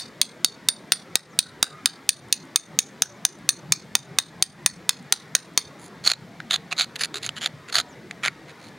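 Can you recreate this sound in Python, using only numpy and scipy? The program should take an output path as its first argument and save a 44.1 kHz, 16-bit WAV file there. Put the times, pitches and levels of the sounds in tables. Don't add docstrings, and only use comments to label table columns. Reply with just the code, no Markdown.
import sys
import numpy as np
from scipy import signal
from scipy.fft import rfft, irfft
from scipy.io import wavfile
from scipy.ndimage import uniform_filter1d

SR = 44100
rng = np.random.default_rng(int(sys.argv[2]) if len(sys.argv) > 2 else 0)


def generate_wav(sig):
    pcm = np.round(np.clip(np.atleast_2d(sig).T, -1, 1) * 32767).astype(np.int16)
    wavfile.write(sys.argv[1], SR, pcm)


N = 387198
FILTER_LENGTH = 4096
HZ = np.fft.rfftfreq(FILTER_LENGTH, 1 / SR)

# start in seconds, boost of the stone's low body (below about 1.6 kHz) in dB.
BLOWS = [(-.018, -18), (.215, -8.5), (.4456, -6), (0.6866, -5.5), (0.9203, 1), (1.1553, 0), (1.3897, -9.5),
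         (1.6277, 6.5), (1.858, -0.5), (2.091, -13.5), (2.3262, -17), (2.5593, -5), (2.7891, -7),
         (3.0208, 3), (3.251, 2), (3.4903, -9), (3.722, 0), (3.9526, 4), (4.1863, 3), (4.4245, -7.5),
         (4.6613, 3.5), (4.8923, 4.5), (5.1239, 3), (5.351, 5), (5.5758, 7)]
# start in seconds, length in seconds, level in dB, contact resonance in Hz.
STROKES = [(5.779, .11, -50, 9000), (6.035, 0.092, -22, 4280), (6.499, 0.067, -22.5, 3520),
           (6.707, 0.031, -29.5, 2570), (6.763, 0.088, -26.5, 3980), (6.956, .012, -31, 3400),
           (6.983, 0.078, -28, 4800), (7.134, .06, -35, 3827), (7.215, .065, -33.5, 3760),
           (7.355, 0.042, -34, 3173), (7.402, 0.077, -30.5, 3210), (7.678, .03, -34, 2397),
           (7.719, .1, -21.5, 3940), (8.226, 0.059, -24.5, 2203), (8.47, 0.051, -43.5, 2203),
           (8.577, 0.13, -54.5, 4300)]


def taps(crush_s=0.00094, length_s=0.0031, ripple_db=1.4, dull_share=0.41):
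    # frequency in Hz, level in dB.
    tap_colour = [(40, -43), (200, -15.5), (600, -16.5), (1300, -8), (2800, -6.5), (5000, -5), (7700, -7.5),
                  (9200, -2.5), (11000, -12.5), (15000, -14.5)]
    # frequency in Hz, width in Hz, boost in dB.
    wedged_modes = [(1860, 85, 3.5), (2542, 100, 6.5), (3663, 178, 12), (4490, 350, 6.5), (6380, 457, 11.5),
                    (9000, 740, 4)]
    # frequency in Hz, level in dB, seconds to fade by 60 dB before damping varies.
    steel_modes = [(9120, -22.5, 0.12), (9140, -27, 0.0406), (3530, -28, 0.023), (1806, -32, 0.041)]
    # time in seconds, boost in dB.
    bite_course = [(0, -2), (1.2, -5.5), (2.3, -2), (3, 7), (4, 1.5), (5, -0.5), (5.5, 5)]
    tap_db, ring_db, ring_spread_db = -6.5, 8.5, 3.5
    crumble_after_s, crumble_db = .0018, -5.5
    spray_db, spray_s = -26, .016
    out = np.zeros((2, N))
    t = np.arange(2 * FILTER_LENGTH) / SR
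    spray_fade = np.exp(-t[:FILTER_LENGTH] / spray_s)
    for start, body_db in BLOWS:
        bite_db = np.interp(start, *np.transpose(bite_course))
        steel_db = ring_db + ring_spread_db * rng.standard_normal()
        body = body_db * below(1600)
        bite = bite_db * (hump(6150, 750) - dull_share * hump(4800, 410))
        tone = colour(tap_colour, wedged_modes) + body + bite + ripple_db * ripple()

        crush = fracture(crush_s, even=0.86)
        add(crush, crumble_after_s, amp(crumble_db) * fracture(crush_s, even=1.0))
        tap = signal.fftconvolve(crush, response(tone)) * np.sqrt(length_s * SR)

        spray = amp(spray_db) * grit(FILTER_LENGTH, spray_db) * spray_fade
        add(tap, 0, signal.fftconvolve(spray, response(colour(tap_colour) + body)))

        for hz, mode_db, t60 in steel_modes:
            detune = rng.normal(1, .002)
            damping = rng.uniform(.9, 2.0)
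            fade = amp(steel_db + mode_db - 60 * damping * t / t60)
            add(tap, 0, fade * np.sin(2 * np.pi * hz * detune * t))
        add(out, start, outdoors(amp(tap_db) * tap, wet_db=7.5))
    return out


def fracture(decay_s, even):
    t = np.arange(FILTER_LENGTH) / SR
    shape = (1 - np.exp(-t / 0.00029)) * np.exp(-t / decay_s)
    spectrum = rfft(rng.standard_normal(FILTER_LENGTH) * shape)
    flattened = spectrum / (abs(spectrum) + 1e-9) ** min(even, 1)
    burst = irfft(flattened) * (t < .02)
    return burst / np.linalg.norm(burst)


def scrapes(grit_db=-2, count=12):
    # time in seconds, level in dB, contact resonance in Hz.
    snap_rows = [(6.0745, -4.5, 4340), (6.1, -8, 4330), (6.116, -3.5, 4370), (6.1347, -17, 4000),
                 (6.402, -24.5, 1600), (6.5088, -11.5, 3700), (6.541, -11, 3740), (6.796, -12.5, 3680),
                 (6.8092, -11, 3600), (6.818, -12, 4400), (7.0355, -17, 4800), (7.1423, -21, 3660),
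                 (7.2627, -18.5, 6480), (7.2909, -17, 3040), (7.4597, -11, 3440), (7.7541, -8.5, 4400),
                 (8.1101, -23, 2274), (8.2502, -14, 2195), (8.2806, -11, 2210)]
    press_share = 0.6
    slips_per_s, slip_db, slip_spread_db = 75, 6, 7.5
    contact_db = 7.5
    out = np.zeros((2, N))
    for start, length, db, contact_hz in STROKES:
        n = round(length * SR)
        pressure_phase = np.interp(np.arange(n) / n, [0, press_share, 1], [0, np.pi / 2, np.pi])
        pressure = np.sin(pressure_phase)
        drive = np.zeros(n + FILTER_LENGTH)
        for k, (late, size) in enumerate(rng.uniform(-1, 1, (count, 2))):
            slip_s = (k + .5 + late / 2) / slips_per_s
            if slip_s * SR < n:
                slip = snap(db + slip_db + slip_spread_db * size)
                add(drive, slip_s, pressure[int(slip_s * SR)] * slip)
        add(drive, 0, amp(db + grit_db) * grit(SR // 4, db)[:n] * evened(pressure))
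        add(out, start, through_pick(drive, contact_hz, contact_db))
    for start, db, contact_hz in snap_rows:
        add(out, start, through_pick(snap(db), contact_hz, contact_db=13.5))
    return out


def grit(n, db, grains_per_s=400, spread_db=4, clump_db=4.0, count=3):
    rate = grains_per_s * amp(db + 31.0) ** .5
    out = np.zeros(n)
    for _ in range(count):
        sizes = amp(spread_db * np.minimum(rng.exponential(1, n), 3)) * rng.choice([-1, 1], n)
        clicks = (rng.random(n) < rate / SR) * sizes
        grains = evened(clicks) + .3 * rng.standard_normal(n)
        clumps = evened(uniform_filter1d(rng.standard_normal(n + FILTER_LENGTH), size=250))[:n]
        grain_sound = fracture(0.00055, even=0.29)
        out += signal.fftconvolve(grains * amp(clump_db * clumps), grain_sound)[:n]
    return evened(out)


def snap(db, snap_s=0.0015):
    return amp(db) * np.sqrt(0.0015 * SR) * fracture(snap_s, even=0.78)


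def through_pick(drive, contact_hz, contact_db, contact_width_hz=300, ripple_db=2):
    # frequency in Hz, level in dB.
    grit_colour = [(100, -50), (500, -6), (950, -6), (1300, 8), (3300, 7), (4400, 12), (5500, -3.5),
                   (7000, 7), (8300, -9), (10000, -13), (11500, -16), (13500, -13.5), (16000, -53)]
    # frequency in Hz, width in Hz, boost in dB.
    sliding_modes = [(731, 90, 10.5), (6470, 170, 3), (9730, 600, 14.5)]
    firm_hz = 4450
    coarse_db = 3.5
    fine_db, fine_db_per_octave = 5, -10
    loose_octaves = np.log2(firm_hz / contact_hz)
    tone = colour(grit_colour, sliding_modes) + ripple_db * ripple()
    tone = tone + contact_db * hump(contact_hz, contact_width_hz)
    tone = tone + coarse_db * below(2220)
    tone = tone + (fine_db + fine_db_per_octave * loose_octaves) * (1 - below(5000))
    return outdoors(signal.fftconvolve(drive, response(tone)), wet_db=-7)


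def crumbs(count=45, crumb_db=-50, spread_db=4):
    out = np.zeros(N)
    causes = [row[0] for row in [*BLOWS, *STROKES]]
    tick = response(colour([(1000, -12.5), (4000, -9), (9000, 6.5), (16000, -27.0)]))
    for which, fall, size in rng.random((count, 3)):
        landing = causes[int(which * len(causes))] + 0.065 + 0.15 * fall
        add(out, landing, amp(crumb_db - spread_db * np.log(size + .01)) * tick)
    return out


def outdoors(x, wet_db, width=0.22):
    mid, side = (amp(wet_db) * signal.fftconvolve(x, surroundings()) for _ in range(2))
    add(mid, 0, x)
    return np.array([mid + width * side, mid - width * side])


def surroundings(scatter_db=-29, t60=0.2, ripple_db=3):
    # delay in seconds, level in dB.
    echo_rows = [(.005, -22.5), (0.013, -26.5), (0.015, -32), (0.029, -41), (.038, -37), (.049, -43),
                 (0.077, -44.5), (.1, -49.5)]
    # frequency in Hz, level in dB.
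    echo_tone = [(200, -5), (1500, 2.5), (2800, -6.5), (4400, 0.5), (6500, -5.5), (9000, -7.5),
                 (15000, -20)]
    t = np.arange(SR // 4) / SR
    tail = rng.standard_normal(len(t)) * amp(-60 * t / t60) * (t > .004)
    echoes = evened(tail) * amp(scatter_db) / np.sqrt(len(t))
    for delay, db in echo_rows:
        smear = signal.windows.hann(round((.004 + delay / 5) * SR))
        echo = evened(smear * rng.standard_normal(len(smear))) / np.sqrt(len(smear))
        add(echoes, delay - len(smear) / SR / 2, amp(db) * echo)
    return signal.fftconvolve(echoes, response(colour(echo_tone) + ripple_db * ripple()))


def bird():
    # start in seconds, level in dB.
    whistle_rows = [(1.28, -59), (3.12, -62), (7.875, -55)]
    whistle_s, from_hz, to_hz = .08, 8100, 4600
    out = np.zeros(N)
    n = round(whistle_s * SR)
    glide = np.sin(2 * np.pi * np.cumsum(np.linspace(from_hz, to_hz, n)) / SR)
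    for start, db in whistle_rows:
        add(out, start, amp(db) * glide * signal.windows.tukey(n, .7))
    return out


def distance(patchy_db=3.5, side_db=-20, swell_width_hz=120):
    # frequency in Hz, level in dB.
    air_colour = [(18, -66), (30, -40), (157, -4.5), (374, -11), (499, -14), (1910, -24), (2610, -31),
                  (3580, -26), (5040, -30.5), (6380, -33.5), (8740, -38.5), (16000, -48.5)]
    # frequency in Hz, width in Hz, boost in dB.
    drone_humps = [(137, 46, 2.5), (2207, 760, 8.5), (3000, 570, -2)]
    # time in seconds, boost in dB.
    rumble_course = [(0, -2), (3.2, -1), (3.65, 4.5), (4.1, 0.5), (4.6, 4), (5.2, -1), (6.35, 3), (6.8, -2),
                     (8.8, 0.5)]
    # middle in seconds, half length in seconds, frequency in Hz, boost in dB.
    swell_rows = [(1.464, 0.03, 1450, 12.5), (1.76, 0.061, 1250, 16.5)]
    air_db = -44.5
    noise = rng.standard_normal((2, N + FILTER_LENGTH))
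    noise = signal.oaconvolve(noise, response(colour(air_colour, drone_humps))[None], axes=1)
    noise = noise[:, FILTER_LENGTH:FILTER_LENGTH + N]
    hz, t, spectra = signal.stft(noise, SR, nperseg=2048)
    hz = hz[:, None]

    patches = uniform_filter1d(rng.standard_normal(spectra.shape[1:]), size=4, axis=0)
    patches = evened(uniform_filter1d(patches, size=4, axis=1))
    field_db = patchy_db * patches / (1 + hz / 4000)
    field_db = field_db + np.interp(t, *np.transpose(rumble_course)) * (hz < 200)
    for middle, half_s, centre_hz, db in swell_rows:
        in_time = ((t - middle) / half_s) ** 2
        in_pitch = ((hz - centre_hz) / swell_width_hz) ** 2
        field_db = field_db + db * np.exp(-in_time - in_pitch)
    field = signal.istft(spectra * amp(field_db), SR, nperseg=2048)[1][:, :N]
    mid, side = amp(air_db) * evened(field)
    return np.array([mid + amp(side_db) * side, mid - amp(side_db) * side])


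def amp(db):
    return 10 ** (np.asarray(db) / 20)


def evened(x):
    return x / np.sqrt(np.mean(x ** 2) + 1e-20)


def add(mix, s, sound):
    at = round(s * SR)
    sound = sound[..., max(-at, 0):]
    part = mix[..., max(at, 0):][..., :sound.shape[-1]]
    part += sound[..., :part.shape[-1]]


def hump(hz, width):
    return 1 / (1 + ((HZ - hz) / width) ** 2)


def below(hz):
    return 1 / (1 + (HZ / hz) ** 4)


def ripple(size=40):
    bumps = uniform_filter1d(rng.standard_normal(len(HZ)), size, mode="wrap")
    bumps = uniform_filter1d(bumps, size, mode="wrap")
    return evened(np.tanh(evened(bumps))) * (1 - below(500))


def colour(points, resonances=()):
    f, db = np.transpose(points)
    outline = np.interp(np.log(HZ + 1), np.log(f), db)
    return outline + sum(boost * hump(hz, width) for hz, width, boost in resonances)


def response(db):
    log_gain = np.log(amp(np.r_[db, db[-2:0:-1]]))
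    spectrum = np.exp(np.conj(signal.hilbert(log_gain)))
    h = irfft(spectrum[:FILTER_LENGTH // 2 + 1])
    return h / np.linalg.norm(h)


def placed(x, right_db):
    return x * amp([[-right_db / 2], [right_db / 2]])


def scene():
    near_centre = placed(taps() + crumbs() + bird(), .3)
    return near_centre + placed(scrapes(), 1.7) + placed(distance(), -1)


def gain_control(x, threshold_db=-4, recover_db_per_s=65, attack_s=0.0033):
    fall = np.arange(N) * recover_db_per_s / SR
    level_db = 20 * np.log10(abs(x).max(0) + 1e-9)
    peak_db = np.maximum.accumulate(level_db + fall) - fall
    keep = np.exp(-1 / (attack_s * SR))
    excess_db = np.maximum(peak_db - threshold_db, 0)
    return x / amp(signal.lfilter([1 - keep], [1, -keep], excess_db))


def record(dry, ceiling=0.97):
    edge_hz = 16300
    mismatch_db = .7 * ripple(size=24) * (2 - below(11000))
    ports = np.array([response(mismatch_db), response(-mismatch_db)])
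    heard = signal.oaconvolve(gain_control(dry), ports, axes=1)[:, :N]
    squashed = heard / (1 + (heard / ceiling) ** 6) ** (1 / 6)
    band_limit = signal.firwin(255, edge_hz, window=("kaiser", 7), fs=SR)
    return signal.oaconvolve(squashed, band_limit[None], "same")


dry = scene()
out = record(dry)
generate_wav(out)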